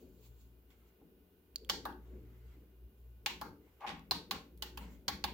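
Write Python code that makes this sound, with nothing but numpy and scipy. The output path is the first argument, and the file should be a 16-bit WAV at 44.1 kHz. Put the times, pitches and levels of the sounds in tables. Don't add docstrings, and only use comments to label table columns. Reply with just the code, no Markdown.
import sys
import numpy as np
from scipy import signal
from scipy.fft import rfft, irfft, next_fast_len
from scipy.io import wavfile
from scipy.ndimage import uniform_filter1d

SR = 44100
rng = np.random.default_rng(int(sys.argv[2]) if len(sys.argv) > 2 else 0)


def natural_amplitude(level_db):
    exponent = np.asarray(level_db, float) / 20
    return 10 ** exponent


def store_wav(level_fs):
    pcm = np.round(np.clip(np.atleast_2d(level_fs), -1, 1) * 32767)
    wavfile.write(sys.argv[1], SR, pcm.T.astype(np.int16))


N = 235449
RATTLE_S = 0.043

# f/Hz, width/Hz, level/dB
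CASE_MODES = [(356, 110, -11), (513, 220, -8), (823.6, 60, -1), (1110, 122, -0.5), (1640, 140, -7)]


def evened(x):
    return x / np.sqrt(np.mean(x ** 2) + 1e-20)


def read(points, hz):
    f, value = np.transpose(points)
    return np.interp(np.log(hz + 1), np.log(f + 1), value)


def curve(rows, column=1):
    rows = np.asarray(rows)
    return np.interp(np.arange(N) / SR, rows[:, 0], rows[:, column], -120, -120)


def swells(rows):
    t = np.arange(N) / SR
    return sum(natural_amplitude(db - 20 * np.maximum((s - t) / rise, (t - s) / fall)) for s, db, rise, fall in rows)


def add(mix, s, sound):
    part = mix[:, round(s * SR):][:, :sound.shape[1]]
    part += sound[:, :part.shape[1]]


def ring(x, modes):
    out = 0
    for k, (hz, width, db) in enumerate(modes):
        r, w = np.exp(-np.pi * width / SR), 2 * np.pi * hz / SR
        mode = signal.lfilter([0, np.sin(w)], [1, -2 * r * np.cos(w), r * r], x)
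        out = out + (-1) ** k * natural_amplitude(db) * mode
    return out


def knocks(size, per_s, spread_db, shared):
    when, big, sign = rng.random((size, 3, 3)).T
    sizes = natural_amplitude(spread_db * -np.log(big + 0.0033))
    train = (when < per_s / SR) * sizes * np.sign(sign - .5)
    return shared * train[0] + (1 - shared) * train[1:]


def noise(spectrum, size, patchy_db):
    # f/Hz, correlation
    likeness = [(60, .95), (150, .96), (380, .96), (650, .8), (1200, .3), (2400, .1), (15000, .01)]
    frames, hz = 4 * N // size + 5, np.fft.rfftfreq(size, 1 / SR)
    a, b, c, d, patches = rng.standard_normal((frames, len(hz), 5)).T
    patches = uniform_filter1d(patches, size=9, axis=0)
    patches = evened(uniform_filter1d(patches, size=9, axis=1))
    same = np.clip(read(likeness, hz), -1, 1)[:, None]
    left = a + 1j * b
    right = same * left + np.sqrt(1 - same ** 2) * (c + 1j * d)
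    z = np.array([left, right]) * natural_amplitude(read(spectrum, hz)[:, None] + patchy_db * patches)
    return evened(signal.istft(z, nperseg=size, noverlap=3 * size // 4)[1][:, :N])


def click(s, peak_db, cap_hz, ring_db, body_db, blur, rattle_s):
    # f/Hz, width/Hz, level/dB
    cap_modes = [(1843, 1600, 0.5), (3158, 2220, 4.5), (4297, 442, -4), (4970, 4970, 3), (7850, 3200, -5)]
    # f/Hz, width/Hz, level/dB
    port_peaks = [(11940, 3300, -4.5), (15550, 680, -12)]
    start_lag_s = .0009
    t = np.arange(6000) / SR

    drive = knocks(len(t), 6000, 0.86, 0.12) * natural_amplitude(-60 * t / rattle_s)
    drive[:, 4] += 1.5
    cap = ring(drive, cap_modes) + ring(drive, [(cap_hz, 450 * np.sqrt(blur), ring_db)])

    swing = knocks(len(t), 6000, 2.3, 0.58) * natural_amplitude(-60 * t / max(rattle_s, .02))
    swing = swing * np.minimum(t / 0.0024, 1)
    body = ring(swing, [(hz, width * blur, db) for hz, width, db in CASE_MODES])

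    fizz = knocks(len(t), 12000, 1.0, 0.28) * natural_amplitude(-60 * t / 0.059)
    bright = ring(fizz, port_peaks)
    bright_db = -35.5 - 0.48 * peak_db

    shorter = np.log(RATTLE_S / rattle_s)
    levels = ((cap, -1.5 + 0.84 * shorter), (body, body_db + 9.0 + 0.3 * shorter), (bright, bright_db + 12.0))
    parts = [natural_amplitude(db) * x / abs(x).max() for x, db in levels]
    return s + start_lag_s, natural_amplitude(peak_db + 2.5) * sum(parts)


def presses():
    # t/s, peak level/dB, cap ring f/Hz, cap ring level/dB, case body level/dB
    snaps = [(1.691, -38, 3000, -13, -38), (1.696, -19, 3034, -2, -22.5), (1.852, -38.5, 3850, -3, -1.5),
             (3.26, -20.5, 2220, -18, -23.5), (3.412, -38, 3220, -3, -6), (4.1094, -18, 4240, 20.5, -22.5),
             (4.309, -23, 3960, -6, -17), (4.574, -64, 3050, -5, -32), (4.622, -27, 2790, -3, -24),
             (4.773, -37, 2690, -0.5, -12), (5.08, -21.5, 3170, -2.5, -21.5),
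             (5.239, -21.5, 3780, -3, -18.5)]
    near, radiated = np.zeros((2, 2, N))
    for row in snaps:
        add(near, *click(*row, blur=1, rattle_s=RATTLE_S))
        add(radiated, *click(*row, blur=2.2, rattle_s=.0008))
    return near, radiated


def tick(s, peak_db, ring_hz, t60):
    drive = np.zeros((2, 3000))
    drive[0, 2], drive[1, 0] = .8, 1.2
    drive = np.diff(drive, prepend=0) * 1.23
    edge = ring(drive, [(3000, 1100, -27.5), (7200, 520, -10.5), (11000, 7100, -3.0)])
    return s, natural_amplitude(peak_db + 1.0) * (ring(drive, [(ring_hz, 2.1 / t60, 0)]) + edge)


def nail_ticks():
    # t/s, peak level/dB, ring f/Hz, t60/s
    touches = [
        (0.705, -59, 3450, 0.011),
        (1.5592, -24, 4550, 0.011),
        (1.5647, -40.5, 4350, 0.007),
        (1.584, -47.5, 4500, 0.0051),
        (1.648, -44.5, 3280, 0.0087),
        (1.926, -55, 3230, 0.019),
        (3.995, -49, 3900, 0.004),
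    ]
    ticks = np.zeros((2, N))
    for row in touches:
        add(ticks, *tick(*row))
    return ticks


def scrape():
    # t/s, slip force level/dB, grit brightness level/dB
    drags = [
        [(3.8, -72, -14), (3.808, -58, 0), (3.83, -43.5, -20), (3.86, -42, -31.5)],
        [(3.86, -58, -31), (3.866, -42.5, -0.5), (3.902, -54, 15), (3.968, -64, -13), (4.06, -106, -16)],
    ]
    # f/Hz, level/dB per Hz
    grit_colour = [(880, -34.5), (1500, -8.5), (3150, -9), (3410, -12), (3590, -14.5), (5770, -23),
                   (8490, -34.5), (16000, -41)]
    slips = np.concatenate(drags)
    force_db = curve(slips)
    panel = ring(knocks(N, 640, 1.76, 0.72), CASE_MODES[1:4] + [(2300, 610, -4.5)])
    crackle = .5 + uniform_filter1d(abs(knocks(N, 470, 1.4, 0.5)), size=70) * 25
    grit = noise(grit_colour, size=256, patchy_db=-2.0) * crackle
    grit_db = force_db + curve(slips, column=2) - 4.0
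    return natural_amplitude(force_db - 0.5) * evened(panel) + natural_amplitude(grit_db) * evened(grit)


def thud(s, peak_db):
    t = np.arange(6000) / SR
    blows = knocks(len(t), 2800, 1.7, 0.76) * natural_amplitude(-60 * t / 0.1)
    sound = ring(blows, [(298, 140, 2.5), (605, 200, -1.0), (890, 210, -5.0)])
    return s, natural_amplitude(peak_db) * sound / abs(sound).max()


def palm_thuds():
    # t/s, peak level/dB
    bumps = [
        (1.014, -54),
        (3.662, -60),
    ]
    thuds = np.zeros((2, N))
    for row in bumps:
        add(thuds, *thud(*row))
    return thuds


def skin_rubs():
    # peak t/s, peak level/dB, rise/s, fall/s
    slides = [
        (0.006, -69.5, 0.024, 0.25),
        (0.265, -62, 0.11, 0.057),
        (0.41, -67.5, 0.11, 0.14),
        (0.706, -75, 0.017, 0.19),
        (0.886, -74, 0.042, .04),
        (2.98, -81.5, .06, 0.61),
        (4.83, -71, 0.09, 0.13),
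        (4.93, -67.5, 0.097, 0.12),
    ]
    # f/Hz, level/dB per Hz
    skin_colour = [(590, -27), (1000, -9.5), (1500, -30), (2310, -13.5), (3710, -12.5), (4360, -10.5),
                   (5310, -17), (7440, -9.5), (8360, -25.5), (16000, -8)]
    return swells(slides) * noise(skin_colour, size=512, patchy_db=1.5)


def palm_grip():
    # peak t/s, peak level/dB, rise/s, fall/s
    shifts = [
        (0.71, -70.5, 0.018, 0.062),
        (0.86, -80, 0.24, 0.35),
        (2.07, -74, 0.11, 0.59),
        (2.32, -85, 0.13, 0.58),
        (2.53, -74.5, 0.19, 0.16),
        (3.67, -77, 0.13, 0.84),
        (4.83, -59.5, 0.09, 0.16),
    ]
    # f/Hz, level/dB per Hz
    palm_colour = [(350, -26.5), (600, -4), (1110, -3), (1200, -7.5), (1310, -3), (1870, -6.5), (2130, -1),
                   (2380, -9.5), (2830, -8.5), (5300, -18), (8000, -16.5), (10400, -77), (17600, -120)]
    return swells(shifts) * noise(palm_colour, size=1024, patchy_db=2.5)


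def room(x):
    # f/Hz, t60/s
    decay = [(150, 0.63), (400, 0.2), (1040, 0.29), (2760, 0.31), (4300, 0.26), (7280, 0.3), (15000, 0.22)]
    # f/Hz, level/dB
    room_colour = [(200, 4), (500, 3), (1000, 2), (4000, 0.5), (8000, -2.5), (15000, 0)]
    wall_s, wall_db = .036, 3.5
    taps = np.zeros((2, SR))
    at = np.arange(300, SR - 20, 20) + rng.integers(0, 20, (2, (SR - 301) // 20))
    np.put_along_axis(taps, at, rng.choice([-1., 1.], at.shape), 1)
    low = signal.butter(2, 750, fs=SR, output="sos")
    taps[1] += signal.sosfiltfilt(low, taps[0] - taps[1])
    hz, t, z = signal.stft(taps, SR, nperseg=256)
    z = z * natural_amplitude(read(room_colour, hz)[:, None] - 60 * t / read(decay, hz)[:, None])
    z = z * natural_amplitude(wall_db * (t > wall_s))
    tail = signal.istft(z, SR, nperseg=256)[1]
    return signal.fftconvolve(x.mean(0)[None], tail / np.linalg.norm(tail[0]), axes=1)[:, :N]


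def low_rumble():
    # peak t/s, peak level/dB
    surges = [(0.028, -54.5), (1.05, -63.5), (1.64, -61.5), (1.735, -48), (1.888, -52), (2.14, -54),
              (2.58, -67), (3.3, -55), (3.449, -52), (3.56, -90), (3.889, -49), (4.145, -51), (4.347, -50),
              (4.66, -57.5), (4.818, -48), (5.111, -51), (5.292, -45.5)]
    # f/Hz, level/dB per Hz
    low_colour = [(15, -36), (25, -21), (42, -11), (64, -3.5), (92, -26), (124, -25.5), (147, -19.5),
                  (284, -14.5), (315, -28.5), (419, -16.5), (600, -33), (647, -38.5), (677, -46),
                  (900, -45), (1170, -63.5), (1980, -120)]
    # f/Hz, width/Hz, level/dB
    low_tones = [(116.7, 12, 1.5), (161.7, 4.3, -2), (217.7, 33, 1.5), (288, 8.7, -3), (371.5, 11, 7)]
    rise_s, fall_s = 0.07, 0.19
    lows = noise(low_colour, size=2048, patchy_db=3.0)
    surging = swells([(s, db, rise_s, fall_s) for s, db in surges])
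    lows = lows + natural_amplitude(-7.5) * evened(ring(lows, low_tones))
    above = signal.sosfilt(signal.butter(2, 151, "high", fs=SR, output="sos"), lows)
    return natural_amplitude(-68.5) * lows + surging * (above + natural_amplitude(-6.5) * lows)


def hum():
    # t/s, level/dB
    hum_level = [(0.0, -71.5), (0.31, -54), (1.43, -88), (1.58, -64.5), (2.15, -51), (2.38, -58),
                 (2.47, -52.5), (2.74, -62), (2.86, -51.5), (2.91, -70.5), (3.06, -54.5), (3.84, -73.5),
                 (3.97, -67.5), (4.37, -66), (4.8, -50.5), (5.19, -59), (5.28, -49), (5.34, -49)]
    hum_hz, width_hz, fuzz, octave_db = 59.3, 6., .22, -13
    turn = np.exp(2j * np.pi * hum_hz * np.arange(N) / SR)
    r = np.exp(-np.pi * width_hz / SR)
    blur = signal.lfilter([1], [1, -2 * r, r * r], rng.standard_normal((3, N, 2)) @ [1, 1j])
    blur = (blur[0] + 0.32 * blur[1:]) / np.std(blur)
    tone = turn * (1 - fuzz + fuzz * blur) + natural_amplitude(octave_db) * turn ** 2 * blur[:, ::-1]
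    return natural_amplitude(curve(hum_level)) * evened(tone.real)


def fan():
    # f/Hz, width/Hz, level/dB
    whines = [(600, 83, -85.5), (1480, 32, -90.5), (2460, 34, -92.5), (2833, 59, -91)]
    air = rng.standard_normal((2, N))
    return sum(natural_amplitude(db) * evened(ring(air, [(hz, width, 0)])) for hz, width, db in whines)


def microphone_hiss():
    # f/Hz, level/dB per Hz
    hiss_colour = [(240, -33), (400, -1), (574, -27.5), (650, -21.5), (682, -19), (1520, -26),
                   (2140, -27.5), (2390, -29), (3170, -27), (4620, -32), (8120, -37.5), (15200, -19.5),
                   (17000, -44.5)]
    return natural_amplitude(-73) * noise(hiss_colour, size=1024, patchy_db=0.0)


def scene():
    near, radiated = presses()
    ticks = nail_ticks()
    drag = scrape()
    wet = natural_amplitude(-4) * room(radiated + drag + natural_amplitude(-12.5) * ticks)
    case = near + drag + palm_thuds() + ticks
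    hand = skin_rubs() + palm_grip()
    return case + wet + hand + low_rumble() + hum() + fan() + microphone_hiss()


def low_pass(x):
    return signal.sosfilt(signal.butter(12, 17130, fs=SR, output="sos"), x)


def record(dry):
    # f/Hz, level/dB
    tilt = [(60, 1), (130, 3.5), (500, 2), (1000, 3), (2000, -1.5), (4000, 0), (8000, -2), (15000, -3)]
    low_cut_hz, top_hz = 48.3, 16080
    size = next_fast_len(N)
    hz = np.fft.rfftfreq(size, 1 / SR)
    tilt_db = read(tilt, hz) / 2
    edge_db = -np.clip((hz - top_hz) / 12, 0, 80)
    edge_db -= 10 * np.log10(1 + (low_cut_hz / (hz + 1)) ** 6)
    response = natural_amplitude(np.array([tilt_db, -tilt_db]) + edge_db)
    coloured = irfft(rfft(dry, size) * response, size)[:, :N]
    return low_pass(coloured)


dry = scene()
out = record(dry)
store_wav(out)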